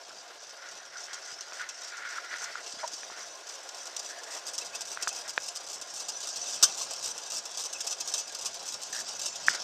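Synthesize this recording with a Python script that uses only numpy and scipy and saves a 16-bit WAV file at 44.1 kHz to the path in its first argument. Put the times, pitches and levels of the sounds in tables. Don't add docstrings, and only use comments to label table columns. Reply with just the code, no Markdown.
import sys
import numpy as np
from scipy import signal
from scipy.fft import rfft, irfft, next_fast_len
from scipy.io import wavfile
from scipy.ndimage import uniform_filter1d, map_coordinates

SR = 44100
rng = np.random.default_rng(int(sys.argv[2]) if len(sys.argv) > 2 else 0)


def to_wav(sig):
    pcm = np.clip(np.atleast_2d(sig), -1, 1) * 32767
    pcm = np.round(pcm).astype(np.int16)
    wavfile.write(sys.argv[1], SR, pcm.T)


N = 424683

# start_s, level_db, length_s
STEEL_CLASH = (6.6255, -14.5, 0.018)


def rattle():
    # time_s, chatter_db, jolt_gain_db
    shake = [(0, -48.5, -14), (.55, -54, -10.5), (1.15, -47, -6.5), (2.1, -49, -7.5), (2.95, -45, -7),
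             (3.5, -50, -7.5), (4.6, -47, -5), (5.75, -48, -2), (6.5, -37, -2.5), (7.2, -44, 1),
             (8.8, -44.5, -.5), (9.63, -40.5, 3)]
    # frequency_hz, level_db
    steel_tone = [(100, -33), (400, -19), (1000, -10.5), (1600, -18.5), (2050, -25.5), (2700, -10),
                  (4300, -6), (5500, 2), (7000, -2.5), (8300, -7), (9900, -25), (12800, -29),
                  (15000, -36.5)]
    # pitch_hz, width_hz, lift_db
    steel_modes = [(1216, 73, 7), (1700, 54, 6.6), (2620, 89, 7.9), (3150, 36, 2.2), (3620, 24, 0.89),
                   (4600, 30, 2.8), (4880, 100, 5), (5120, 45, 1.8), (5420, 140, 1.3), (5986, 133, 7.4),
                   (7030, 67, 1.1), (8230, 80, 3.2), (12800, 360, 4)]
    chatter_db, jolt_db = curves(shake)
    idle = amp(chatter_db + 0.82 * wobble(45)) ** 2 * contacts(rate=700, scatter_db=2.5)
    hard = jolt_contacts(jolts(jolt_db))
    both = hard + idle
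    tick = amp(-0.5) * noise(fade(hard, t60=0.006))
    strike = noise(0.38 * fade(hard, t60=0.019) + 0.03 * fade(idle, t60=0.0052))
    ring = noise(0.36 * fade(both, t60=0.054) + 0.15 * fade(both, t60=0.15)
                 + 0.39 * fade(idle, t60=0.039))
    tick = filtered(tick, lambda hz: 1 / (1 + (9500 / (hz + 1)) ** 6))
    strike = filtered(strike, lambda hz: 1 + 2.4 / (1 + (9000 / (hz + 1)) ** 6))
    ring = filtered(shimmer(ring, depth_db=4.0), lambda hz: 1.02 / np.sqrt(1 + (hz / 9000) ** 6))
    return shade_treble(body(tick + strike + ring, steel_tone, steel_modes))


def jolts(gain_db):
    # time_s, turns_per_s
    speed = [(0, 3.471), (1.4, 3.584), (2.8, 3.625), (4.2, 3.593), (5.6, 3.727), (7, 3.64), (8.3, 3.691),
             (9.63, 3.727)]
    # place_in_turn (0-1), level_db, length_s
    rough_spots = [(0.973, -36.5, .012), (0.046, -36.5, 0.017), (.10, -39, 0.02), (0.202, -36, .02),
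                   (0.283, -37.5, .008), (.55, -37.5, 0.011), (0.624, -46, 0.0042), (0.736, -42.5, .005),
                   (0.846, -44.5, 0.013)]
    # start_s, level_db, length_s
    rail_knocks = [(.494, -43.5, 0.015), (1.132, -36.5, 0.014), (1.408, -33, .004), (1.69, -36, 0.0096),
                   (2.419, -37, .027), (2.877, -31.5, 0.0041), (2.934, -37, 0.014), (3.69, -36.5, .007),
                   (3.856, -40.5, 0.022), (3.965, -27.5, 0.0045), (3.993, -32.5, .006), (4.235, -39, .006),
                   (4.318, -43, .04), (4.467, -37, .035), (4.535, -38, 0.022), (4.58, -29.5, .01),
                   (4.75, -33, 0.012), (4.808, -33.5, 0.015), (5.024, -28, 0.0093), (5.078, -29.5, 0.014),
                   (5.294, -33.5, 0.013), (5.486, -28, 0.0029), (5.56, -35, 0.016), (5.814, -36, 0.0069),
                   (6.084, -32, 0.01), (6.36, -35, .012), (6.777, -38, 0.065), (6.935, -34.5, 0.0076),
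                   (7.041, -30.5, 0.007), (7.733, -32, .005), (7.806, -30.5, 0.009), (7.87, -31.5, 0.011),
                   (8.006, -30, 0.008), (8.076, -34.5, 0.028), (8.139, -26, 0.0091), (8.184, -33, 0.012),
                   (8.348, -28.5, .003), (8.457, -30, 0.013), (8.833, -30, 0.0035), (8.948, -34, .006),
                   (9.259, -28, 0.0088), (9.466, -34.5, 0.034), (9.496, -30, 0.0089), (9.549, -29, 0.0053)]
    scatter_s, scatter_db = 0.002, 1.54
    turns = 0.562 + np.cumsum(curves(speed)[0]) / SR
    rows = list(rail_knocks)
    for turn in range(int(turns[-1]) + 1):
        for place, db, length in rough_spots:
            late, harder = rng.standard_normal(2)
            at = np.searchsorted(turns, turn + place)
            if 0 < at < N:
                start = abs(at / SR + scatter_s * late)
                rows.append((start, db + gain_db[at] + scatter_db * harder, length))
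    return rows


def jolt_contacts(rows, max_contacts=64, contacts_per_s=600):
    energy = np.zeros(N + SR)
    for (start, db, length), chance in zip(rows, rng.random((len(rows), max_contacts, 2))):
        when, force = chance[:int(length * contacts_per_s) + 2].T.copy()
        when[0], force[0] = 0, 0.98
        share = amp(14.6 * force ** 2) ** 2
        moments = start + length * (np.arange(len(when)) + when) / len(when)
        total = amp(db) ** 2 * length * SR
        np.add.at(energy, np.round(moments * SR).astype(int), total * share / share.sum())
    return energy[:N]


def shimmer(x, depth_db):
    spectra = signal.stft(x, nperseg=512)[2]
    patches = uniform_filter1d(rng.standard_normal(spectra.shape), size=2, axis=0)
    patches = uniform_filter1d(patches, size=7, axis=1)
    return signal.istft(spectra * unit(amp(depth_db * unit(patches))), nperseg=512)[1][:N]


def shade_treble(steel):
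    # time_s, direct_treble_share (0-1)
    facing = [(0, 0.3), (2.5, 0.6), (3.5, 0.7), (4.6, 0.94), (6.6, 1), (9.2, 1), (9.63, 0.4)]
    shaded = filtered(steel, lambda hz: 1 / (1 + (hz / 7200) ** 8))
    return shaded + curves(facing)[0] * (steel - shaded)


def clash():
    # frequency_hz, level_db
    grind_tone = [(100, -41), (450, -22), (850, -21), (1150, -14.5), (1500, -8.5), (2050, -30), (2750, -9),
                  (3800, -11), (5000, -1), (6000, 1), (6700, -2), (8400, -9.5), (9900, -22), (14000, -21.5),
                  (15400, -36)]
    # pitch_hz, width_hz, lift_db
    grind_modes = [(1140, 100, 4.3), (3130, 160, 3.1), (3620, 330, 6.2), (5360, 180, 5), (5950, 150, 7.3),
                   (8300, 350, 5), (12300, 250, 6)]
    # pitch_hz, peak_db, t60_s
    partials = [(1173, -37, 0.14), (1510, -36, 0.039), (3150, -34, 0.14), (5490, -31, .06),
                (6100, -19, 0.094), (8400, -25, .06)]
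    start, db, length = STEEL_CLASH
    t = np.maximum(np.arange(N) / SR - start, 0)
    gate = np.minimum(t / 0.003, 1) * (t < length)
    energy = gate * amp(db + 1.2 * wobble(700)) ** 2
    grind = noise(0.8 * fade(energy, t60=0.011) + 0.24 * fade(energy, t60=0.088))
    out = body(grind, grind_tone, grind_modes)
    age = np.arange(SR // 5) / SR
    for hz, peak_db, t60 in partials:
        level = np.minimum(age / length, 1) * amp(peak_db - 60 * np.maximum(age - length, 0) / t60)
        add_at(out, start, level * np.sin(2 * np.pi * (hz * age + rng.random())))
    return out


def rolling():
    # time_s, roar_db, rumble_db
    levels = [(0, -54, -80), (2.3, -54, -85), (3.0, -52, -75), (3.8, -51, -84), (4.5, -50, -73),
              (5.7, -52, -74.5), (6.5, -49.5, -67.5), (8.1, -51.5, -74), (8.9, -51.5, -64.5),
              (9.63, -51, -67)]
    # frequency_hz, level_db
    wheel_tone = [(30, -34), (150, -35), (225, -26.5), (300, -10.5), (420, -4), (650, 1.5), (950, -2.5),
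                  (1300, -6.5), (1650, -13), (2000, -10.5), (3500, -8), (8000, -19), (15000, -34)]
    # centre_hz, width_hz, lift_db
    wheel_modes = [(537, 50, -1.5), (700, 260, 1), (1930, 180, -8)]
    # pitch_hz, width_hz, level_db against the roar
    disc_modes = [(549.6, 12.3, -15), (699, 43, -11.5), (1050, 58, -15), (1600, 40, -16), (1648, 61, -14)]
    # frequency_hz, level_db
    frame_tone = [(20, -16), (60, -6.5), (130, -1.5), (220, 0.5), (400, -4), (1000, -53)]
    roar_lift_db, rumble_lift_db, settle_s = 12, 13, 0.035
    roar_db, rumble_db = curves(levels)
    age = np.arange(N) / SR - STEEL_CLASH[0]
    shock = (age > 0) * np.exp(-np.abs(age) / settle_s)
    roar = body(rng.standard_normal(N), wheel_tone, wheel_modes) * amp(0.18 + 2.5 * wobble(45))
    disc = sum(amp(db + 2.76 * wobble(16)) * resonance(hz, width) for hz, width, db in disc_modes)
    rumble = body(rng.standard_normal(N), frame_tone)
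    rumble *= amp(rumble_db + rumble_lift_db * shock + 3.4 * wobble(16))
    return amp(roar_db + roar_lift_db * shock) * (roar + disc) + rumble


def case_clicks():
    # start_s, peak_db, pitch_hz, crack_offset_db
    clicks = [(1.522, -32.5, 1470, 6), (2.34, -23, 1800, -24), (2.555, -24, 1470, -8),
              (3.0324, -32.5, 1700, 5), (3.1, -33, 1000, -12), (4.973, -23.5, 1470, -2.5),
              (5.0738, -17.5, 1450, 0), (5.3776, -14, 1640, 5), (9.4834, -4, 1704, -13)]
    # frequency_hz, level_db
    crack_tone = [(60, -35), (250, -10.5), (500, 2.5), (1000, 0.5), (1700, -18), (2500, 5.5), (2900, -9),
                  (3400, 0), (4900, -11), (6000, -16), (9000, -38), (15000, -53)]
    swings, pushes = np.zeros(N), np.zeros(N)
    for start, db, hz, crack_db in clicks:
        add_at(swings, start, amp(db) * snap(hz, t60=0.0062, attack=0.00075))
        pushes[round((start + 0.0007) * SR)] = amp(db + crack_db + 5.0)
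    return swings + body(pushes, crack_tone)


def hand_rustle():
    # start_s, length_s, level_db
    strokes = [(0.612, 0.063, -46.5), (0.905, 0.085, -47.5), (1.074, 0.082, -43.5), (1.215, 0.11, -48),
               (1.516, 0.051, -46.5), (1.59, 0.048, -38.5), (1.913, 0.13, -41), (2.04, .12, -39),
               (2.231, 0.027, -39.5), (2.301, 0.06, -38.5), (2.403, .09, -43), (2.52, 0.053, -41),
               (2.786, 0.033, -43), (3.093, 0.13, -47), (4.973, 0.056, -45), (5.242, 0.024, -46.5),
               (9.485, 0.063, -40.5)]
    # time_s, level_db
    grip = [(0, -58.5), (1.9, -48.5), (3, -56.5), (4.3, -54), (5.6, -57)]
    # frequency_hz, level_db
    case_tone = [(100, -33), (600, -25.5), (1150, -10), (1400, -3.5), (2000, -3.5), (2600, -14.5),
                 (3400, -14.5), (5000, -15.5), (12000, -42.5)]
    # pitch_hz, width_hz, lift_db
    case_modes = [(1530, 480, 2.5), (2180, 410, 1.5)]
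    attack_s, release_s = 0.012, 0.073
    t = np.arange(N) / SR
    level = amp(curves(grip)[0])
    for start, length, db in strokes:
        rise, fall = (t - start) / attack_s, 1 - (t - start - length) / release_s
        level = np.maximum(level, amp(db) * np.clip(np.minimum(rise, fall), 0, 1))
    grains = noise(fade(contacts(rate=1400, scatter_db=1.0), t60=0.047))
    rustle = amp(-2.5) * body(grains, case_tone, case_modes)
    ring = amp(-6.0 + 0.98 * wobble(30)) * resonance(hz=1435, width_hz=105)
    return level * amp(1.36 * wobble(25.1)) * (rustle + ring)


def skin_squeaks():
    # start_s, length_s, level_db, pitch_hz, slips_per_s
    squeaks = [(0.105, 0.0065, -47, 1470, 300), (0.303, 0.0084, -50, 1430, 300),
               (0.955, 0.014, -41.5, 1450, 300), (2.179, .009, -32.5, 1446, 270),
               (2.831, 0.016, -33, 955, 280), (2.832, 0.014, -37.5, 650, 215), (4.085, .13, -52, 1740, 130),
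               (4.265, 0.11, -51.5, 1850, 130), (6.81, 0.007, -40.5, 1050, 300),
               (8.929, 0.082, -44.5, 1670, 115)]
    out = np.zeros(N)
    for start, length, db, hz, rate in squeaks:
        run = np.zeros(SR // 4)
        for k, (late, size, detune) in enumerate(rng.standard_normal((int(length * rate) + 1, 3))):
            slip = amp(1.6 * size) * snap(hz * (1 + 0.04 * detune), t60=32 / hz, attack=1 / hz)
            add_at(run, abs(k + 0.15 * late) / rate, slip)
        add_at(out, start, amp(db) * run * np.sqrt(length * SR / np.sum(run ** 2)))
    return out


def flange_song():
    # start_s, length_s, relative_level_db, pitch_hz
    brushes = [(4.605, .035, -47, 2650), (4.725, 0.046, -44, 2595), (5.1, 0.032, -47, 2590),
               (7.738, 0.047, -44.5, 2590)]
    out = np.zeros(N)
    drift = 0.014 * wobble(230)
    for start, length, db, hz in brushes:
        at, n = round(start * SR), round(length * SR)
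        phase = 2 * np.pi * np.cumsum(hz * (1 + drift[at:at + n])) / SR
        add_at(out, start, amp(db + 3.5) * np.hanning(n) * np.sin(phase))
    return out


def finger_bumps():
    # start_s, peak_db, pitch_hz
    bumps = [(1.325, -56, 160), (2.738, -47, 300), (2.77, -50, 240), (2.934, -48, 330), (3.115, -46, 380)]
    out = np.zeros(N)
    for start, db, hz in bumps:
        add_at(out, start, amp(db) * snap(hz, t60=0.018, attack=0.0012))
    return out


def snap(hz, t60, attack):
    t = np.arange(SR // 20) / SR
    swing = np.sin(2 * np.pi * hz * t) * amp(-60 * t / t60) * (1 - np.exp(-(t / attack) ** 2))
    return swing / np.abs(swing).max()


def resonance(hz, width_hz):
    return unit(filtered(rng.standard_normal(N), lambda f: 1 / (1 + (2 * (f - hz) / width_hz) ** 2)))


def body(x, tone, modes=()):
    def response(hz):
        tone_hz, tone_db = np.transpose(tone)
        db = np.interp(np.log(hz + 1), np.log(tone_hz), tone_db)
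        db += sum(lift / (1 + (2 * (hz - centre) / width) ** 2) for centre, width, lift in modes)
        cepstrum = irfft(np.log(unit(amp(db))))
        cepstrum[1:] *= 2
        cepstrum[len(cepstrum) // 2:] = 0
        return np.exp(rfft(cepstrum))
    return filtered(x, response)


def contacts(rate, scatter_db):
    energy = (rng.random(N) < rate / SR) * amp(scatter_db * rng.standard_normal(N)) ** 2
    return energy / energy.mean()


def fade(power, t60):
    keep = amp(-120 / (t60 * SR))
    return signal.lfilter([1 - keep], [1, -keep], power)


def noise(power):
    return np.sqrt(power) * rng.standard_normal(N)


def wobble(rate):
    grid = np.linspace(0, N, N // 16)
    smooth = map_coordinates(rng.standard_normal(int(N * rate / SR) + 4), [grid * rate / SR])
    return np.interp(np.arange(N), grid, smooth)


def filtered(x, response):
    size = 2 * next_fast_len(N // 2 + SR // 4)
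    return irfft(rfft(x, size) * response(np.fft.rfftfreq(size, 1 / SR)), size)[:N]


def curves(rows):
    times, *columns = np.transpose(rows)
    return [np.interp(np.arange(N) / SR, times, column) for column in columns]


def add_at(track, start_s, sound):
    slot = track[round(start_s * SR):][:len(sound)]
    slot += sound[:len(slot)]


def amp(db):
    return 10 ** (np.asarray(db) / 20)


def unit(x):
    return x / np.sqrt(np.mean(x ** 2) + 1e-20)


def scene():
    bike = rolling() + flange_song() + rattle() + clash()
    handling = hand_rustle() + finger_bumps() + case_clicks() + skin_squeaks()
    return (bike + handling)[None]


def record(dry):
    low_cut_hz, top_hz = 45, 15400
    thin = filtered(dry[0], lambda hz: 1j * hz / (1j * hz + low_cut_hz))
    return filtered(thin, lambda hz: hz < top_hz)[None]


dry = scene()
out = record(dry)
to_wav(out)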